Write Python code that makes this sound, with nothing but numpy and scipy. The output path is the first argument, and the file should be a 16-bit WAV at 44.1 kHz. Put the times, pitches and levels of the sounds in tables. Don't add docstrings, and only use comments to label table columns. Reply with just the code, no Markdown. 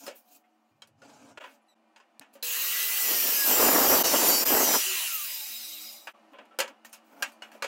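import sys
import numpy as np
from scipy import signal
from scipy.fft import rfft, irfft, next_fast_len
from scipy.io import wavfile
from scipy.ndimage import uniform_filter1d, map_coordinates

SR = 44100
rng = np.random.default_rng(int(sys.argv[2]) if len(sys.argv) > 2 else 0)


def put_to_file(sound):
    columns = np.atleast_2d(sound).T
    safe = np.clip(columns, -1, 1)
    whole_steps = np.round(safe * 32767)
    wavfile.write(sys.argv[1], SR, whole_steps.astype(np.int16))


N = 338240
T = np.arange(N) / SR

# frequency in Hz, density in dB per Hz.
AIR_SPECTRUM = [(82, -56), (140, -42.5), (195, -7), (329, -6.5), (432, -12.5), (556, -3.5), (835, -3),
                (921, -5), (1160, -6), (2040, -15.5), (2380, -13), (4270, -22.5), (14500, -33)]
# time in seconds, level in dB.
AIR_LEVEL = [(0, -72.5), (.6, -73), (.9, -74.5), (1.6, -70.5), (2.4, -67), (5, -68), (6.2, -61.5),
             (6.8, -65), (7.67, -59.5)]
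# frequency in Hz, width in Hz, level in dB re room tone.
HUMS = [(224, 12, -7), (320, 10, -9), (580, 14, -10), (650, 14, -13), (733, 8, -12), (1160, 20, -16),
        (2390, 20, -18), (2900, 25, -19)]
# start in seconds, end in seconds, frequency in Hz, width in Hz, level in dB.
PASSING_HUM = (.08, .68, 730, 14, -73)
DRONE_S, DRONE_DB = (0.706, 1.395), (-77, -67.5)
# frequency in Hz, t60 in seconds.
WALLS = [(200, 0.43), (2000, 0.2), (12000, 0.045)]

# time of full level in seconds, rise in seconds,
# hold in seconds, hiss in dB (before trim), low scrape in dB, top of the hiss in dB re its rest.
SLIDES = [(0, .01, 0.077, -45, -52.5, 4), (0.161, 0.034, 0.022, -54.5, -80, 15),
          (0.328, 0.17, 0.037, -54, -66.5, 8.5), (.45, .05, 0.43, -80, -82, 2),
          (1.056, 0.12, 0.26, -55.5, -55.5, -15), (1.388, 0.039, 0.16, -59.5, -66, 0),
          (1.97, .015, .015, -70, -82, -2), (2.212, .015, .008, -52, -58.5, -17),
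          (2.337, .015, .015, -56, -64, 5), (6.322, .02, .008, -66.5, -62, 2),
          (6.396, .012, 0.024, -74.5, -58, 0), (6.693, 0.034, .008, -63, -55.5, 2),
          (6.849, 0.0055, 0.0067, -47.5, -72, 4), (6.932, 0.021, 0.0069, -40.5, -72, -9),
          (7.05, 0.034, 0.2, -68, -78, 8), (7.113, .02, 0.066, -86, -59.5, -2),
          (7.205, 0.12, 0.017, -63, -52, 8), (7.255, .02, 0.046, -55, -78, 1),
          (7.426, .012, 0.061, -63, -73, 3), (7.524, .025, 0.049, -59, -64, 1)]
# frequency in Hz, density in dB per Hz.
SCRAPE_SPECTRUM, HISS_SPECTRUM = [(88, -46), (150, -25), (203, -13.5), (282, 3), (358, -19.5), (504, -11),
                                  (937, -12.5), (1470, -14.5), (1810, -20), (3500, -22), (4550, -57),
                                  (7700, -120)], [(1470, -54), (2500, 11.5), (2620, 4.5), (3300, -5.5),
                                                  (3580, -3.5), (4840, -0.5), (7300, 0.5), (9570, -8),
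                                                  (15000, -2)]
# frequency in Hz, width in Hz, level in dB.
WOOD_RINGS = [(580, 100, 4), (840, 69, 2), (1460, 73, 4), (2290, 130, 2)]
STROKE_RISE_DB, HISS_FALL_DB_PER_S, SCRAPE_FALL_DB_PER_S = 36, 460, 240

# start in seconds, level in dB, thud, clack and tick in relative dB, t60 of the thud in seconds, own note in
# Hz, note in dB re the level.
KNOCKS = [(.065, -35.5, -5, -1.5, 1, 0.26, 1275, -10), (0.079, -33.5, 6.5, -2.5, -21, 0.17, 580, -5),
          (.439, -56, -14, -26, -29, 0.15, 2120, -8), (.82, -41, -11, -1.5, -12, 0.15, 3200, -1.5),
          (0.873, -66, 9, 5, 13, .2, 977, -8), (1.018, -46, 1, -6.5, -18, .31, 1440, -4),
          (1.374, -29, -4, -14.5, -49, 0.22, 1426, -10), (1.409, -38.5, -12, -20, -36, 0.22, 580, -7),
          (1.439, -35, -9, -18, -23, .24, 1000, -2.5), (1.961, -42, -23, -7.5, -30, .17, 1460, -19),
          (2, -50, -3, -9, -25, .2, 1070, -3), (2.1956, -25.5, 11, 11, 13, 0.011, 3030, -22),
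          (2.212, -38.5, -16, -28.5, -33, 0.2, 1820, -14), (2.337, -62.5, 4, 1, 17, 0.16, 980, -8),
          (2.353, -48, 3.5, -9, -21, 0.3, 1200, -11), (2.426, -43.5, -16, 13, 9, 0.36, 4100, 10),
          (6.071, -25, -16, -14, -18, 0.15, 1620, -15), (6.147, -62, -13, -25.5, -29, 0.22, 1150, 9),
          (6.334, -41.5, -3.5, -34, -31, 0.42, 1033, -7), (6.386, -35, -2, -18.5, -41, 0.12, 562, -8),
          (6.454, -58, -15, -3, -1, .1, 1460, -8), (6.51, -51, 1, -26, -47, 0.42, 1335, -1),
          (6.588, -18, -2.5, -5.5, -0.2, 0.25, 3060, -13.5), (6.602, -18.5, -15, -.6, -4, .13, 2790, -7),
          (6.678, -40, -27, -3, -7, 0.12, 982, -5), (6.848, -38, -27, -10, -6, 0.15, 1830, -5),
          (6.894, -61, -4, 0, 10, .2, 1180, -8), (6.929, -41, -25, -8, 8, .26, 1510, -17),
          (7.224, -15, -33, -6, -5.5, 0.16, 1610, -7), (7.319, -59.5, -17, 2, 9, 0.4, 1010, 0),
          (7.421, -31.5, -10.5, -10, -19, 0.21, 2895, -4.5), (7.517, -44, -3, -9, -5, 0.21, 1640, -8),
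          (7.55, -49.5, 11, -16, -12, .15, 580, 6), (7.623, -19.5, -9.5, -5.5, -11, 0.14, 1186, -13),
          (7.642, -26, -2, -7.5, -13, 0.23, 1347, -9)]
# nominal frequency in Hz, relative level in dB, longest t60 in seconds.
BOARD_MODES = [(570, -22, 0.6), (924, 0.5, 0.24), (1028, -5, 0.53), (1620, -23, 0.058), (2270, -16, 0.26),
               (2700, -22.5, 0.06), (2920, -10, 0.15), (3100, -18, 0.1), (4096, 9, 0.036), (4920, 5, 0.18),
               (5200, -30, 0.088), (6120, 2.5, 0.21), (7050, -3, 0.045), (7332, -52, 0.19),
               (8473, -29, 0.044), (8400, -40, 0.057)]
# frequency in Hz, density in dB per Hz.
CLATTER_SPECTRUM = [(71, -54), (120, -49), (535, -2.5), (712, -6.5), (1240, -5), (1490, 0), (2150, -6.5),
                    (2870, -2), (3520, -10.5), (4780, -8.5), (5300, -12.5), (6110, -8.5), (16000, -19.5)]
ATTACK_S = 0.00084

# start in seconds, length in seconds, first pitch in Hz, level in dB,
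# multiple of the pitch about which the tones are weighted.
CHIRPS = [(1.617, .04, 1830, -68, 9.3), (1.665, 0.036, 1780, -81, 6), (1.681, 0.096, 2020, -65.5, 2)]

# time in seconds, body level in dB, screech level in dB.
SAW_LEVELS = [(2.43, -35, -37), (2.56, -32.5, -31.5), (2.93, -31.5, -30), (3.08, -29.5, -27.5),
              (3.43, -29, -27), (3.6, -25.5, -24.5), (3.87, -27.5, -26), (3.93, -25.5, -26.5),
              (4.02, -29, -23.5), (4.06, -26, -31.5), (4.32, -25.5, -29), (4.44, -29.5, -29.5),
              (4.5, -27.5, -25.5), (4.71, -27, -29), (4.75, -24.5, -28.5), (4.8, -29, -33.5),
              (4.99, -30.5, -36), (5.22, -37.5, -36), (5.93, -45, -50.5), (6.1, -60.5, -68)]
# frequency in Hz, density in dB per Hz.
FREE_SPECTRUM, CUT_SPECTRUM, COAST_SPECTRUM = [(710, -57.5), (1200, -16.5), (1730, -13.5), (1950, -5.5),
                                               (2110, -8.5), (2430, -5.5), (2790, 1.5), (3360, -9),
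                                               (3950, -5), (5410, -11), (5900, -5.5), (6370, -6),
                                               (9210, -10), (14200, 1.5), (16000, 7.5)], [(710, -29.5), (1200, -29), (1950, -11),
                                                             (2980, -1.5), (3550, -12), (4800, -4.5),
                                                             (5970, -2.5), (6440, -7.5), (7170, -2),
                                                             (9110, -11.5), (10100, -7), (12100, -8),
                                                             (13200, 5), (14000, 7), (16000, -1.5)], [(710, -49), (1200, -1),
                                                                          (1910, -24.5), (2180, -4),
                                                                          (2530, -17), (2830, -26),
                                                                          (3360, -13), (3830, 1.5),
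                                                                          (4450, -11), (5130, -0.5),
                                                                          (5410, -6.5), (7820, -4),
                                                                          (10900, -11), (13900, -3),
                                                                          (16000, -6)]
RUMBLE_SPECTRUM, WHIRR_SPECTRUM = [(59, -50.5), (100, -25), (151, -19), (225, -2.5), (314, 0), (635, 0),
                                   (697, -2), (921, -2), (1720, -10), (2400, -14), (3120, -44),
                                   (5280, -120)], [(88, -75.5), (150, -37), (373, -24), (420, -19.5),
                                                   (634, -5), (738, -8.5), (1720, 3.5), (2000, -5.5),
                                                   (2600, -31), (4400, -120)]
# frequency in Hz, width in Hz, level in dB before a common lift.
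BLADE_RINGS = [(2880, 46, -2), (3900, 130, 1), (4700, 39, -7), (5000, 64, 3), (7850, 71, -7),
               (12600, 42, -23), (13800, 44, 2), (14000, 91, -1.5)]
# multiple of the armature speed, level in dB re body.
GEAR_ORDERS = [(18, -23), (24, -22), (30, -22), (36, -18), (40, -18), (48, -21), (54, -17), (72, -16),
               (90, -20), (108, -18)]
# frequency in Hz, width in Hz, gain in dB.
FLARES = [(3900, 200, 8), (5100, 200, 8), (7400, 400, 5), (13950, 450, 13)]
STRONG_ORDERS = [15, 16, 18, 19, 20, 23, 24, 34, 36, 43, 44, 48]
# multiple, level running free in dB, level in the deep cut in dB.
LOW_ORDERS = [(1, -63, -61), (2, -73, -61.5), (3, -62, -69), (5, -44, -54.5)]
# centre in seconds, half width in seconds, multiple, level in dB.
SWELLS = [(3.04, .08, 2, -51), (3.42, .07, 5, -41), (4.35, .1, 1, -50), (4.58, .17, 5, -45),
          (4.91, .05, 1, -48.5), (5.0, .06, 3, -53), (5.15, .08, 5, -48), (5.35, .13, 5, -61)]
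# frequency in Hz, relative level in dB.
MAINS_BUZZ = [(240, -15.5), (480, 1.5), (960, -6)]
# time in seconds, armature speed lost in turns per second.
DRAG = [(2.95, 0), (3.03, 9), (3.18, 38), (3.35, 69), (3.44, 76.5), (3.512, 88), (3.64, 99.5), (3.7, 99.5),
        (3.8, 107), (3.94, 107), (4.03, 99), (4.035, 112), (4.11, 97), (4.17, 100), (4.3, 101),
        (4.37, 105.5), (4.42, 102.5), (4.445, 102.5), (4.45, 72), (4.53, 80.5), (4.62, 81), (4.72, 89.5),
        (4.76, 86), (4.82, 40), (4.9, 28)]
# time in seconds, level in dB.
BLAST = [(3.0, -63), (3.05, -50.5), (3.11, -37.5), (3.17, -49), (3.23, -48), (3.27, -39.5), (3.31, -45),
         (3.36, -45), (3.43, -48), (3.51, -29), (3.56, -34.5), (3.59, -25), (3.86, -26), (3.89, -29),
         (3.92, -24), (3.96, -28), (4.08, -28), (4.11, -35), (4.14, -26), (4.18, -33.5), (4.21, -29),
         (4.32, -27.5), (4.36, -35), (4.45, -32), (4.48, -30), (4.57, -26), (4.71, -30.5), (4.755, -26.5),
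         (4.8, -49), (4.84, -86.5)]

ON_S, OFF_S, GONE_S = 2.427, 4.93, 6.13
FREE_HZ, SPIN_GAP_HZ, SPIN_S = 408, 118, .155
COAST_HZ, FRICTION_HZ_PER_S = 305, 275
FAN_HZ, FAN_S = 78, .13
TOUCH_S, LEAVE_S, BITE_S = 2.96, 4.83, 0.065
IDLE_SHARE, FULL_SHARE = 0.28, 0.85
SHALLOW_HZ, DEEP_HZ = 17, 80
LINES_DB, LINES_DEEP_DB = -23, -3
WHIRR_DB, WHIRR_DB_PER_OCTAVE = -18.5, 4.5
SUB_DB, SUB_DB_PER_BLAST_DB = -61.5, 2.41
MAINS_DB, INRUSH_DB, INRUSH_S, STRAIN_DB = -66, 17, .11, 6

# time in seconds, fade out in seconds, fade in in seconds.
DIPS = [(1.396, 0.014, 0.016), (1.748, 0.0097, 0.013), (2.1975, 0.008, 0.011), (4.0324, 0.013, .014),
        (4.448, 0.014, 0.013), (6.1325, 0.035, 0.015)]
TOP_HZ = 15900


def amp(db):
    return 10 ** (np.asarray(db) / 20)


def unit(x):
    return x / np.sqrt(np.mean(x ** 2) + 1e-20)


def along(points, hz):
    f, v = np.transpose(points)
    return np.interp(np.log(hz + 1), np.log(f + 1), v)


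def curves(rows):
    s, *cols = np.transpose(rows)
    return [np.interp(T, s, c) for c in cols]


def ramp(start_s, end_s, edge_s):
    return np.clip(np.minimum(T - start_s, end_s - T) / edge_s, 0, 1)


def noise():
    return rng.standard_normal(N)


def wobble(rate_hz):
    return map_coordinates(rng.standard_normal(int(N * rate_hz / SR) + 4), [T * rate_hz])


def filtered(x, response):
    m = next_fast_len(N + 8192)
    return irfft(rfft(x, m) * response(np.fft.rfftfreq(m, 1 / SR)), m)[..., :N]


def band(x, spectrum, lo_hz, hi_hz, peaks=(), peak_db=0):
    def response(hz):
        rings = 1 + sum(amp(peak_db + db) / np.hypot(1, 2 * (hz - c) / w) for c, w, db in peaks)
        edges = np.sqrt((1 + (lo_hz / (hz + 1)) ** 16) * (1 + (hz / hi_hz) ** 16))
        return amp(along(spectrum, hz)) * rings / edges
    return unit(filtered(x, response))


def patchy(x, depth_db, bins, frames):
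    z = signal.stft(x, nperseg=512)[2]
    field = uniform_filter1d(rng.standard_normal(z.shape), size=bins, axis=0)
    field = uniform_filter1d(field, size=frames, axis=1)
    return unit(signal.istft(z * amp(depth_db * unit(field)), nperseg=512)[1][:N])


def room(x, wet_db):
    hz, t, z = signal.stft(rng.standard_normal(SR // 3), SR, nperseg=256)
    decay = amp(-60 * t / along(WALLS, hz)[:, None])
    tail = signal.istft(z * decay, SR, nperseg=256)[1]
    delayed = np.pad(x, (130, 0))
    wet = signal.fftconvolve(delayed, tail / np.linalg.norm(tail))[:N]
    return (x + amp(wet_db) * wet) / np.sqrt(1 + amp(2 * wet_db))


def narrow_hum(hz, width_hz):
    return unit(filtered(noise(), lambda f: 1 / (1 + (2 * (f - hz) / width_hz) ** 2)))


def room_tone():
    air = band(room(noise(), wet_db=1.5), AIR_SPECTRUM, 160, 16760)
    for hz, width_hz, db in HUMS:
        air += amp(db + 0.81 * wobble(2.3)) * narrow_hum(hz, width_hz)
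    air_db, = curves(AIR_LEVEL)
    drone = band(noise(), [(60, -33), (85, 5), (170, 1.0)], 100, 170)
    drone *= amp(np.interp(T, DRONE_S, DRONE_DB)) * ramp(*DRONE_S, 0.016)
    start_s, end_s, hz, width_hz, db = PASSING_HUM
    passing = amp(db) * ramp(start_s, end_s, .05) * narrow_hum(hz, width_hz)
    return amp(air_db) * air + drone + passing


def slides():
    grit = amp(1.4 * wobble(70))
    scrape = band(room(patchy(noise(), 0.47, 3, 12), wet_db=11.0), SCRAPE_SPECTRUM, 154, 3500, WOOD_RINGS)
    hiss = band(room(patchy(noise(), 2.5, 8, 4), wet_db=-5.5), HISS_SPECTRUM, 2800, 15000)
    top = filtered(hiss, lambda hz: 1 / (1 + (10500 / (hz + 1)) ** 8))
    out = np.zeros(N)
    for full_s, rise_s, hold_s, hiss_db, scrape_db, top_db in SLIDES:
        grow_db = -STROKE_RISE_DB * np.maximum(full_s - T, 0) / max(rise_s, .002)
        after_s = np.maximum(T - full_s - hold_s, 0)
        low = amp(scrape_db - SCRAPE_FALL_DB_PER_S * after_s) * scrape
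        high = amp(hiss_db - 7.5 - HISS_FALL_DB_PER_S * after_s) * (hiss + (amp(top_db) - 1) * top)
        out += grit * amp(grow_db) * (low + high)
    return out


def board_ring(t, t60_s, clack_db):
    ring = 0
    for hz, db, longest_s in BOARD_MODES:
        mode_db = db + clack_db * (hz > 3300) + rng.normal(0, 3)
        decay_db = -60 * t / min(0.44 * t60_s, longest_s)
        ring += amp(mode_db + decay_db) * np.sin(2 * np.pi * hz * rng.normal(1, 0.0396) * t)
    return ring


def knocks():
    edges_hz = [150, 600, 3500, 9000, 17000]
    clatter = [band(room(noise(), wet_db=6.5), CLATTER_SPECTRUM, lo, hi)
               for lo, hi in zip(edges_hz, edges_hz[1:])]
    out, t = np.zeros(N + SR), np.arange(SR // 2) / SR
    crack = 0.97 * amp(-60 * t / 0.0087)
    for s, db, thud_db, clack_db, tick_db, t60_s, note_hz, note_db in KNOCKS:
        i = round(s * SR)
        attack = 1 - np.exp(-t / max(ATTACK_S * amp(-.45 * clack_db), 1e-4))
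        note = amp(note_db - 60 * t / (0.44 * t60_s)) * np.sin(2 * np.pi * note_hz * t)
        sound = (amp(-16.5) * board_ring(t, t60_s, clack_db) + note) * attack
        bands_db, t60_shares = (thud_db, 0, clack_db, tick_db), (1.0, 0.97, 0.68, 0.4)
        for x, band_db, share in zip(clatter, bands_db, t60_shares):
            envelope = attack * amp(-60 * t / (t60_s * share))
            if share < 1:
                envelope = envelope + crack
            sound += amp(band_db - 12.0) * envelope * np.resize(x[i:], len(t))
        out[i:i + len(t)] += amp(db) * sound
    return signal.sosfilt(signal.butter(4, 150, 'high', fs=SR, output='sos'), out[:N])


def bird():
    out = np.zeros(N)
    for s, length_s, hz, db, loudest in CHIRPS:
        u = np.clip((T - s) / length_s, 0, 1)
        phase = 2 * np.pi * np.cumsum(hz * (1 - 0.097 * u)) / SR + .5 * wobble(320)
        tones = sum(amp(-3.5 * abs(k - loudest) - 9 * (k % 2)) * np.sin(k * phase) for k in range(1, 7))
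        out += amp(db) * np.sin(np.pi * u ** 0.39) ** 2 * tones
    return out


def armature():
    drag_hz, = curves(DRAG)
    since_s = np.abs(T - OFF_S)
    driven_hz = FREE_HZ - SPIN_GAP_HZ * np.exp(-np.abs(T - ON_S) / SPIN_S) - drag_hz
    coasting_hz = COAST_HZ - FRICTION_HZ_PER_S * since_s + FAN_HZ * np.exp(-since_s / FAN_S)
    speed_hz = np.where(T < OFF_S, driven_hz, np.maximum(coasting_hz, 1))
    return speed_hz, np.clip((drag_hz - SHALLOW_HZ) / (DEEP_HZ - SHALLOW_HZ), 0, 1)


def saw_drive(turn, deep):
    lines_db = LINES_DB + (LINES_DEEP_DB - LINES_DB) * deep
    lines = sum(amp(5 * (k in STRONG_ORDERS)) * np.sin(k * turn + rng.uniform(0, 2 * np.pi))
                for k in range(12, 54))
    lines = patchy(lines, 5, 3, 16)
    beat = 1 + 0.093 * np.cos(turn)
    drive = room(beat * patchy(noise(), 2.2, 5, 9), wet_db=-7.0) + amp(lines_db) * lines
    return drive / np.sqrt(1 + amp(2 * lines_db))


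def body_and_screech(drive, load):
    coast = np.clip((T - 5.05) / 0.78, 0, 1)
    out = 0
    for level_db, (lo, hi) in zip(curves(SAW_LEVELS), ((1500, 11000), (11000, 17000))):
        free, cut = band(drive, FREE_SPECTRUM, lo, hi), band(drive, CUT_SPECTRUM, lo, hi)
        ringing = band(patchy(drive, 3.4, 3, 10), COAST_SPECTRUM, lo, hi, BLADE_RINGS, peak_db=7.0)
        idle = (1 - coast) * free + coast * ringing
        out = out + amp(level_db) * ((1 - load) * idle + load * cut)
    return out


def blast(load):
    blast_db, = curves(BLAST)
    lumps = unit(amp(load * (2.65 * wobble(150) + 1.3 * wobble(35))) * noise())
    rumble = amp(blast_db) * band(lumps, RUMBLE_SPECTRUM, 100, 2300)
    smooth_db = uniform_filter1d(blast_db, size=SR // 10)
    sub_db = SUB_DB + SUB_DB_PER_BLAST_DB * (smooth_db - blast_db.max() + 4.5)
    sub = band(noise(), [(25, 5.0), (50, 6.0), (130, -1.5)], 18, 130)
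    return rumble + amp(sub_db + 3.5 * wobble(15)) * sub


def low_orders(turn, deep):
    steady = ramp(ON_S, OFF_S + 0.079, 0.33)
    tones = 0
    for k, free_db, deep_db in LOW_ORDERS:
        swell = sum(amp(db) * np.exp(-((T - s) / width_s) ** 2)
                    for s, width_s, order, db in SWELLS if round(order) == round(k))
        level = np.maximum(steady * amp(free_db + (deep_db - free_db) * deep), swell)
        tones += level * amp(1.5 * wobble(30)) * np.sin(round(k) * turn + .4 * wobble(60))
    return tones


def windings(bite):
    inrush_db = INRUSH_DB * np.exp(-np.abs(T - ON_S) / INRUSH_S)
    fall_db = 400 * np.maximum(T - LEAVE_S, 0)
    buzz_db = MAINS_DB + inrush_db + STRAIN_DB * bite - fall_db
    return sum(amp(buzz_db + db + 1.8 * wobble(20)) * np.sin(2 * np.pi * hz * T) for hz, db in MAINS_BUZZ)


def gear_whines(turn, speed_hz, body_db):
    step = np.gradient(turn)
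    whines = 0
    for k, db in GEAR_ORDERS:
        flare_db = sum(gain_db * np.exp(-((k * speed_hz - hz) / width_hz) ** 2)
                       for hz, width_hz, gain_db in FLARES)
        level = amp(body_db + db + 4 * wobble(18) + flare_db)
        audible = abs(k * step - 1.25) < .95
        whines += level * np.sin(k * turn + .9 * wobble(250)) * audible
    return (T > 5) * whines


def saw():
    speed_hz, deep = armature()
    turn = 2 * np.pi * np.cumsum(speed_hz) / SR
    body_db = curves(SAW_LEVELS)[0]
    bite = ramp(TOUCH_S, LEAVE_S, BITE_S)
    load = np.clip(IDLE_SHARE + (FULL_SHARE - IDLE_SHARE) * bite, 0, 1)
    drive = saw_drive(turn, deep)
    whirr_db = body_db + WHIRR_DB + WHIRR_DB_PER_OCTAVE * np.log2(speed_hz / FREE_HZ)
    whirr = amp(whirr_db) * band(drive, WHIRR_SPECTRUM, 170, 1390)
    noises = body_and_screech(drive, load) + blast(load) + whirr
    tones = room(low_orders(turn, deep) + windings(bite), -13)
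    whines = room(gear_whines(turn, speed_hz, body_db), -9)
    return (noises + np.sqrt(2) * (tones + whines)) * ramp(ON_S, GONE_S, .002)


def scene():
    mono = room_tone() + slides() + knocks() + bird() + saw()
    return np.array([mono, mono])


def record(dry):
    gain = np.ones(N)
    for s, out_s, in_s in DIPS:
        gain *= np.clip(np.maximum((s - T) / out_s, (T - s) / in_s), 0, 1)
    loud = gain * dry
    rounded = loud / (1 + np.abs(loud / .36) ** 4) ** (1 / 4)
    return filtered(rounded, lambda hz: np.sin(np.pi / 2 * np.clip((TOP_HZ - hz) / 300 + .5, 0, 1)) ** 2)


dry = scene()
out = record(dry)
put_to_file(out)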